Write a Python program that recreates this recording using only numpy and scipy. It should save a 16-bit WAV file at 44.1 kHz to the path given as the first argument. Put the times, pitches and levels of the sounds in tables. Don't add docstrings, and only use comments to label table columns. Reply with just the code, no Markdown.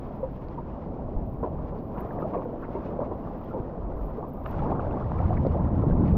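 import sys
import numpy as np
from scipy import signal
from scipy.fft import rfft, irfft
from scipy.io import wavfile
from scipy.ndimage import uniform_filter1d

SR = 44100
rng = np.random.default_rng(int(sys.argv[2]) if len(sys.argv) > 2 else 0)


def unload_audio(sound):
    columns = np.transpose(np.atleast_2d(sound))
    steps = np.round(np.clip(columns, -1, 1) * 32767)
    wavfile.write(sys.argv[1], SR, steps.astype(np.int16))


N = 272097
TIME = np.arange(N) / SR

# t/s, level/dB
WIND = [(0.05, -41), (0.9, -42.5), (1.2, -38), (1.55, -37.5), (1.95, -42.5), (2.5, -46.5), (2.95, -41.5),
        (3.4, -45), (4.1, -41.5), (4.35, -41), (4.6, -33), (5.0, -34), (5.3, -24.5), (5.5, -28),
        (5.95, -28), (6.12, -21)]
# blade enters t/s, pull lasts/s, strength 0-1
STROKES = [(1.92, 0.3, 0.64), (4.433, 0.21, 0.99)]
# t/s, change/dB, half length/s
SEA_SWELLS = [(.45, -1, 0.32), (1.12, 3.5, 0.25), (1.72, 2.5, 0.24), (2.25, 1.5, 0.24), (2.96, 2.5, 0.16),
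              (5.87, -2, 0.084)]
# t/s, change/dB, half length/s
CHOP = [(.32, -6, 0.024), (.75, 0, 0.18), (1.1, -4.5, 0.078), (1.31, -5, 0.095), (1.86, -2, .05),
        (2.52, -2, .1), (3.9, 2.5, 0.33), (4.35, -2.5, 0.064), (5.08, -5.5, 0.03), (5.43, -2, 0.041)]
BUILD_S = 0.24


def amp(db):
    return 10 ** (np.asarray(db) / 20)


def unit(x):
    return x / np.sqrt(np.mean(x ** 2) + 1e-20)


def level(rows, axis):
    rows = np.array(rows)
    return amp(np.interp(TIME, rows[:, 0], rows[:, axis]))


def swells(rows):
    return sum(db * np.exp(-((TIME - s) / half) ** 2) for s, db, half in rows)


def add(mix, s, sound):
    part = mix[max(round(s * SR), 0):][:len(sound)]
    part += sound[:len(part)]


def colour(x, points, size=8192):
    hz, db = np.transpose(points)
    bins_hz = abs(np.fft.fftfreq(size, 1 / SR)) + 1
    log_gain = np.log(amp(np.interp(np.log(bins_hz), np.log(hz), db)))
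    response = np.exp(np.conj(signal.hilbert(log_gain)))
    impulse = np.fft.ifft(response).real[:size // 2]
    return signal.fftconvolve(x, impulse)[:len(x)]


def muffled(x, edge_hz, order=4):
    return signal.sosfilt(signal.butter(order, edge_hz, fs=SR, output="sos"), x)


def drift(per_s):
    hz = np.fft.rfftfreq(N, 1 / SR)
    return unit(irfft(rfft(rng.standard_normal(N)) / (1 + (hz / per_s) ** 4), N))


def impacts(per_s, spread_db):
    size = amp(spread_db * np.minimum(rng.exponential(1, N), 4))
    return size * rng.choice([-1, 1], N) * (rng.random(N) < per_s / SR)


def bubble(hz, cycles, rise, size=4096):
    age = np.arange(size) / SR * hz / cycles
    envelope = (1 - np.exp(-age * 4)) * np.exp(-age)
    phase = 2 * np.pi * cycles * (age + rise * (age - 1 + np.exp(-age)))
    return envelope * np.sin(phase)


def bubbling(low_hz, high_hz, cycles, per_s, spread_db, count=24):
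    crowd = np.zeros(N)
    for hz in np.geomspace(low_hz, high_hz, count):
        ring = bubble(hz, cycles=cycles * rng.uniform(.6, 1.51), rise=0.082)
        crowd += hz * signal.oaconvolve(impacts(per_s, spread_db), ring)[:N]
    return unit(crowd)


def cluster(hz, octaves, size=8192):
    bins_hz = np.fft.rfftfreq(size, 1 / SR) + 1
    away = np.log2(bins_hz / hz) / max(octaves, .05)
    return irfft(rfft(rng.standard_normal(size)) * np.exp(-away ** 2 / 2 - (away / 2) ** 4), size)


def burst(carrier, length, attack_s):
    t = np.arange(len(carrier)) / SR
    shape = (1 - np.exp(-(t / attack_s) ** 2)) * np.exp(-(t / max(length, .002)) ** 2)
    return unit(carrier * shape) * np.sqrt(np.mean(shape ** 2))


def eddies(points, steady_s):
    x = colour(rng.standard_normal(N + SR), points)[SR:]
    span = int(steady_s * SR)
    power = uniform_filter1d(uniform_filter1d(x ** 2, span), span)
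    return x / np.sqrt(abs(power) + 1e-20)


def stirred(bubbles, wash, strength, bubbles_db, steep):
    share = amp(bubbles_db) * (strength / np.median(strength)) ** steep
    return strength * (unit(wash) + share * unit(bubbles)) / np.sqrt(1 + share ** 2)


def pull(rise_s):
    release_s = 1
    total = 0
    for s, length, strength in STROKES:
        catch = np.clip((TIME - s) / rise_s, 0, 1)
        settling = np.exp(-np.maximum(TIME - s - length, 0) / release_s)
        total = total + strength * catch * settling
    return total


def entry():
    fall_s = 0.25
    return sum(strength * (TIME > s) * np.exp(-abs(TIME - s) / fall_s) for s, _, strength in STROKES)


def ride():
    takeoff_s, speedup_s = 4.59, 1.296
    return np.clip((TIME - takeoff_s) / speedup_s, 0, 1)


def flow(calm_db, pull_db, ride_db, bow_share):
    # t/s, rise/dB before bow_share, half length/s
    bow_washes = [(.12, 8, 0.32), (.72, 6.5, 0.22), (1.68, 6.5, 0.2), (2.83, 8.5, 0.15), (3.45, 7, 0.28),
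                  (4.13, 4.5, 0.14), (5.28, 7.5, 0.19), (6.1, 8.5, 0.059)]
    catch_s = 0.038
    return amp(calm_db + pull_db * pull(catch_s) + ride_db * ride() + bow_share * swells(bow_washes))


def wind(rumble_db=-41, rumble_follow=0.53, buffet_db=-0.34):
    # t/s, rise/dB, half length/s
    gusts = [(1.2, 1.5, 0.57), (3.97, 11.5, 0.15), (4.6, 5.5, 0.069), (5.92, 7.5, 0.11)]
    # f/Hz, level/dB
    rumble_tone = [(10, -7.5), (22, 8), (35, 3.5), (55, 8), (80, -7), (160, -40.5), (400, -101.5),
                   (2000, -125)]
    # f/Hz, level/dB
    buffet_tone = [(30, -32.5), (55, -9.5), (78, 1), (100, -7.5), (140, -5.5), (200, -13.5), (400, -39.5),
                   (1000, -62), (2500, -87), (7000, -125)]
    air = level(WIND, axis=1)
    swell = (air / np.median(air)) ** rumble_follow * amp(rumble_db + swells(gusts))
    rumble = swell * eddies(rumble_tone, steady_s=0.31)
    return rumble + amp(buffet_db) * air * eddies(buffet_tone, steady_s=0.1)


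def flutter(hz=94, wander=0.25, gain_db=-5, full_db=-26, steep=1.39, uneven_db=2.5):
    speed = np.minimum(level(WIND, axis=1) / amp(full_db), 1) ** steep
    turns = np.cumsum(hz * (1 + wander * drift(per_s=24.85))) / SR
    strength = amp(full_db + gain_db + uneven_db * drift(per_s=11)) * speed
    return strength * np.sqrt(2) * np.sin(2 * np.pi * turns)


def puffs(size=8192):
    # t/s, level/dB before damping, f/Hz
    pushes = [(1.165, -13, 38.6), (3.601, -17, 107), (3.999, -23.5, 46)]
    out, t = np.zeros(N), np.arange(size) / SR
    for s, db, hz in pushes:
        add(out, s, amp(db) * np.sin(2 * np.pi * hz * t) * np.exp(-t * hz / 0.46))
    return out


def roar(calm_db=-40, pull_db=4, ride_db=14, steep=3.5, swell_share=1.0):
    # t/s, change/dB, half length/s
    surges = [(4.58, 2, 0.056), (4.71, 7, 0.072), (4.96, 6.5, 0.02), (5.31, 5, 0.038), (5.42, 6.5, 0.05),
              (5.62, 4.5, 0.059), (5.77, 0, 0.04), (5.87, 4, 0.087), (5.95, -3, .025), (6.02, 2.5, .035),
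              (6.09, -3.5, 0.044)]
    # f/Hz, level/dB
    tone = [(60, -23.5), (105, -3.5), (165, -0.5), (240, -0.5), (320, -5), (500, -22), (1000, -29),
            (2500, -84), (7000, -120)]
    db = calm_db + pull_db * pull(BUILD_S) + ride_db * ride() ** steep + swell_share * swells(SEA_SWELLS)
    return amp(db + swells(surges)) * eddies(tone, steady_s=0.42)


def churn(calm_db=-42, pull_db=6, ride_db=3.5, chop_share=0.62):
    # f/Hz, level/dB
    tone = [(100, -31), (220, -14.5), (330, -2), (480, -1.5), (650, -1.5), (800, -8), (1000, -12.5),
            (1300, -22.5), (2000, -46), (7000, -105)]
    bubbles = colour(bubbling(237.5, 1039, cycles=2.38, per_s=26, spread_db=2.5), tone)
    wash = colour(rng.standard_normal(N), tone)
    motion_db = pull_db * pull(BUILD_S) + ride_db * ride()
    strength = amp(calm_db + motion_db + swells(SEA_SWELLS) + chop_share * swells(CHOP))
    return stirred(bubbles, wash, strength, bubbles_db=-1.0, steep=0.14)


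def babble(lumpy_db=0.5):
    # f/Hz, level/dB
    wash_tone = [(300, -24.5), (600, -11.5), (800, -1), (1000, -1), (1150, -6.5), (1350, -17), (1650, -25),
                 (2200, -37.5), (3200, -48), (8000, -98)]
    # f/Hz, level/dB
    bubble_tone = [(300, -31), (600, -12.5), (800, -2.5), (1000, 1), (1200, -3), (1450, -9), (1750, -19.5),
                   (2300, -29), (3200, -42.5), (8000, -95)]
    bubbles = colour(bubbling(650, 2300, cycles=6, per_s=16, spread_db=2.5), bubble_tone)
    wash = colour(rng.standard_normal(N), wash_tone)
    strength = flow(calm_db=-54.0, pull_db=10.5, ride_db=6.0, bow_share=0.24) * amp(swells(CHOP))
    water = stirred(bubbles, wash, strength, bubbles_db=-2.5, steep=0.35)
    return water * amp(lumpy_db * drift(per_s=24))


def gurgle(gain_db=-43, delay_s=.31, half_s=0.4, clumps_db=2):
    whirl = sum(strength * np.exp(-((TIME - s - delay_s) / half_s) ** 2) for s, _, strength in STROKES)
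    bubbles = bubbling(380, 1150, cycles=6.5, per_s=5.1, spread_db=2.0)
    bubbles = unit(muffled(bubbles, edge_hz=750, order=2))
    return amp(gain_db + clumps_db * drift(per_s=28)) * whirl * bubbles


def spray(plinks_db=-4, patchy_db=2.0, entry_db=6):
    # f/Hz, level/dB
    tone = [(600, -26), (1300, 8.5), (2100, 1.5), (2600, -3), (3300, -8), (4200, -13.5), (5200, -16),
            (7000, -25.5), (8500, -43.5), (11000, -59)]
    plinks = colour(bubbling(1400, 3400, cycles=13, per_s=22, spread_db=6.0), tone)
    patter = colour(impacts(per_s=2000, spread_db=1.5), tone)
    drops = unit(patter) + amp(plinks_db) * unit(plinks)
    foam = colour(rng.standard_normal(N), tone)
    strength = flow(calm_db=-70.5, pull_db=8, ride_db=4.5, bow_share=0.75) * amp(entry_db * entry())
    water = stirred(drops, foam, strength, bubbles_db=-3.5, steep=0.77)
    return water * amp(patchy_db * drift(per_s=19))


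def sizzle(gain_db=1.5, hiss_db=-7, clumps_db=3):
    # t/s, level/dB before gain_db
    course = [(0.03, -83), (1.08, -94.5), (1.28, -81), (1.65, -88.5), (1.95, -80.5), (2.01, -67),
              (2.02, -79), (3.05, -87), (3.47, -80.5), (3.84, -95), (4.02, -74), (4.26, -85.5), (4.29, -71),
              (4.43, -81), (4.48, -65.5), (4.55, -85), (4.6, -120), (4.65, -114)]
    # f/Hz, level/dB
    tone = [(9500, -55), (11000, -30.5), (11900, 3.5), (12400, 0.5), (13500, -3), (15000, -5),
            (16000, -10.5)]
    prickle = unit(impacts(per_s=280, spread_db=-1.0)) + amp(hiss_db) * rng.standard_normal(N)
    clumped = prickle * amp(clumps_db * drift(per_s=40))
    return amp(gain_db) * level(course, axis=1) * unit(colour(clumped, tone))


def taps(gain_db=0, size=2048):
    # t/s, peak level/dB
    drops = [(.4855, -44), (1.789, -51), (2.353, -52.5), (4.582, -52), (5.469, -40), (6.078, -48.5)]
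    # f/Hz, level/dB
    housing = [(300, -4.5), (900, 0), (1400, -2), (2200, 6.5), (2900, -9), (3400, -6), (4000, -2.5),
               (4700, 0.5), (5400, -20), (6500, -32), (9000, -58)]
    out, knock = np.zeros(N), colour(signal.unit_impulse(size), housing)
    for s, db in drops:
        add(out, s, amp(db + gain_db) * knock / abs(knock).max())
    return out


def splats(gain_db=-3, attack_s=0.0021):
    # t/s, level/dB before gain_db, centre f/Hz, fall/s, spread of bubble sizes/octaves
    landings = [(1.974, -48, 1500, 0.019, 0.6), (2.002, -49, 1650, .01, 0.35),
                (2.105, -40, 1500, 0.0074, 0.23), (2.183, -47, 1550, .012, 0.28),
                (2.2, -42.5, 1400, 0.0091, 0.23), (2.333, -50.5, 1550, 0.032, 0.59),
                (2.372, -52, 2200, 0.0067, .15), (3.502, -43.5, 1250, 0.028, 0.18),
                (2.622, -40.5, 1220, 0.027, 0.32), (2.639, -49, 1730, 0.018, 0.44),
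                (4.458, -43, 2650, 0.0063, 0.35), (4.4585, -27.5, 1260, 0.0059, 0.36),
                (4.588, -50.5, 1730, 0.023, 0.49), (4.793, -27.5, 1170, 0.007, 0.3),
                (4.802, -52, 2550, 0.0057, .2), (4.906, -53, 2300, 0.0077, 0.22),
                (5.185, -47, 1930, 0.011, 0.23), (5.367, -40.5, 1910, 0.012, 0.25),
                (6.075, -48, 2100, 0.012, 0.3)]
    out = np.zeros(N)
    for s, db, hz, length, octaves in landings:
        add(out, s, amp(db + gain_db) * burst(cluster(hz, octaves), length, attack_s))
    return out


def plops(gain_db=0, rise=0.037):
    # t/s, peak level/dB before muffling, f/Hz, decay/cycles
    pinches = [(.107, -34, 616, 2.7), (1.431, -17, 520, 0.83), (1.439, -27.5, 485, 1.5),
               (1.452, -25, 413, 1.3), (1.461, -31, 720, 2.9), (1.4733, -23.5, 590, 1.4),
               (1.517, -33, 616, 2.5), (1.598, -37, 600, 1.3), (2.114, -37, 790, 1.3),
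               (2.187, -26, 483, 1.6), (2.203, -28, 620, 2), (2.226, -23.5, 343, 1.3),
               (2.252, -24.5, 613, 2.8), (2.3465, -25, 790, 1.4), (2.365, -24, 460, 1),
               (2.387, -30, 550, 1.6), (2.411, -29.5, 314, 0.72), (2.42, -31.5, 1100, 2),
               (2.456, -26, 469, 2.5), (2.9905, -19, 524, 2), (3.1135, -29.5, 695, 2),
               (3.274, -35, 940, 1.4), (4.227, -27.5, 872, 2.4), (4.383, -33.5, 726, 2.9),
               (4.672, -24.5, 630, 1), (4.7175, -19.5, 740, 1.5), (4.937, -26.5, 836, 3.9),
               (5.023, -34, 1300, 4.6), (5.056, -33, 646, 1.7), (5.118, -20.5, 840, 0.98),
               (5.3055, -22.5, 700, 4.4), (5.450, -17, 550, 1.9), (5.466, -16.5, 466, 1.1),
               (5.5455, -23.5, 620, 1.9), (5.836, -20.5, 476, 1.3), (5.900, -21.5, 480, 0.95)]
    out = np.zeros(N)
    for s, db, hz, cycles in pinches:
        ring = bubble(hz, cycles, rise)
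        add(out, s, amp(db + gain_db) * ring / abs(ring).max())
    return muffled(out, edge_hz=1390)


def slops(splash_db=-8, pocket_db=-11.5, froth_db=-14, froth_octaves=0.2, attack_s=0.0045,
          swell_s=0.0059, wobble=0.04, ragged_db=3, size=8192):
    # t/s, level/dB before the layer gains, pitch of the trapped air f/Hz,
    # fall/s, strength of splash and froth (factor), glide over the fall/octaves
    folds = [(0.225, -15, 520, 0.032, 0.15, -0.026), (0.232, -30, 933, 0.025, 0.35, 0.052),
             (0.574, -28.5, 926, 0.027, 1.1, -0.18), (1.426, -19.5, 930, 0.019, 0.74, -0.049),
             (1.431, -19.5, 418, 0.042, 0.87, -0.34), (1.97, -27, 973, 0.031, 0.82, -0.085),
             (2.043, -25, 692, 0.026, 0.85, -0.057), (2.156, -32, 568, 0.022, 0.5, 0.38),
             (2.22, -16, 1148, 0.0092, 0.41, 0.17), (2.243, -17.5, 616, 0.016, 0.53, 0.014),
             (2.328, -22, 994, 0.027, 0.77, 0.22), (2.342, -15, 656, 0.022, 0.34, -0.2),
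             (2.364, -23.5, 522, 0.039, 0.89, 0.15), (2.453, -18, 462, 0.016, 0.26, 0.24),
             (2.747, -18.5, 381, 0.03, 0.27, 0.12), (2.752, -23.5, 932, 0.027, 0.52, -0.079),
             (2.925, -35, 463, 0.053, 0.96, -0.071), (3, -24, 501, 0.023, 1.6, 0.23),
             (3.015, -18, 606, 0.03, 0.41, -0.056), (3.019, -24.5, 972, .016, .5, 0.41),
             (3.06, -25, 664, 0.024, 0.53, 0.15), (3.11, -26, 512, 0.022, 1.9, -0.54),
             (3.268, -28.5, 1130, 0.013, 0.73, 0.077), (3.526, -28.5, 874, 0.052, 0.96, 0.032),
             (3.542, -22, 485, 0.049, 0.43, -0.17), (3.571, -22.5, 379, 0.04, 0.24, -0.37),
             (4.177, -19.5, 439, 0.023, 0.5, -0.041), (4.226, -29.5, 977, 0.026, 1.2, 0.052),
             (4.492, -35, 930, 0.04, 0.49, -0.32), (4.615, -18.5, 836, 0.02, 0.68, 0.093),
             (4.654, -26.5, 1037, 0.025, 1.4, 0), (4.68, -30, 424, 0.044, 2.4, -0.048),
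             (4.716, -24, 900, 0.019, 1.03, 0.053), (4.742, -27, 1140, .018, 0.44, 0.33),
             (4.784, -21.5, 728, 0.023, .35, -0.05), (4.86, -28.5, 397.5, 0.094, 0.94, 0.15),
             (4.965, -21.5, 1120, 0.01, 1.5, 0.0087), (5.197, -22, 765, 0.035, .55, 0.29),
             (5.306, -17.5, 709, 0.023, .15, 0.31), (5.323, -17.5, 1040, 0.0096, 0.14, 0.36),
             (5.450, -19, 558, 0.033, 0.32, -0.47), (5.542, -19, 662, 0.038, 0.76, 0.19),
             (5.58, -28, 907, 0.037, 1.1, 0.3), (5.648, -25.5, 1000, 0.018, 0.43, 0.22),
             (5.698, -29, 940, .016, 0.36, 0.12), (5.829, -23, 373, 0.049, 0.72, 0.2),
             (5.943, -27.5, 1000, 0.015, .7, 0.023), (6.008, -32, 1026, 0.015, .4, -.15),
             (6.062, -28, 699, 0.031, 0.82, 0.14)]
    # f/Hz, level/dB
    tone = [(100, -9.5), (250, 7), (400, 5.5), (620, 4.5), (780, -3), (1000, 1.5), (1350, -21.5),
            (1800, -30.5), (3000, -49.5), (6000, -63.5), (9000, -90)]
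    out, t = np.zeros(N), np.arange(size) / SR
    unsteady = 1 + wobble * drift(per_s=98)
    ragged = amp(ragged_db * drift(per_s=64))
    for s, db, hz, length, wet, glide in folds:
        rough = rng.standard_normal(size) * np.interp(s + t, TIME, ragged)
        splash = burst(colour(rough, tone), length, attack_s)
        froth = burst(cluster(hz, froth_octaves, size=size), length, attack_s)
        octaves = glide * (np.minimum(t / length, 2) - .5)
        pitch = hz * 2 ** octaves * np.interp(s + t, TIME, unsteady)
        gulp = burst(np.sin(2 * np.pi * np.cumsum(pitch) / SR), length, swell_s)
        water = wet * (amp(splash_db) * splash + amp(froth_db) * froth)
        add(out, s, amp(db) * (water + amp(pocket_db) * gulp))
    return out


def scene():
    air = wind() + flutter() + puffs()
    wash = roar() + churn() + babble() + gurgle() + spray() + sizzle()
    return (air + wash + taps() + splats() + plops() + slops())[None]


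def record(dry, hiss_db=-80, edge_hz=15750):
    # f/Hz, level/dB
    hiss_tone = [(800, -11.5), (2500, 7), (3500, -1.5), (5000, -4), (6500, -13.5), (8000, -24.5),
                 (10000, -35.5), (20000, -37)]
    noisy = dry + amp(hiss_db) * unit(colour(rng.standard_normal(N), hiss_tone))
    band = signal.firwin(511, edge_hz, window=("kaiser", 9), fs=SR)
    return signal.oaconvolve(noisy, band[None], "same")


dry = scene()
out = record(dry)
unload_audio(out)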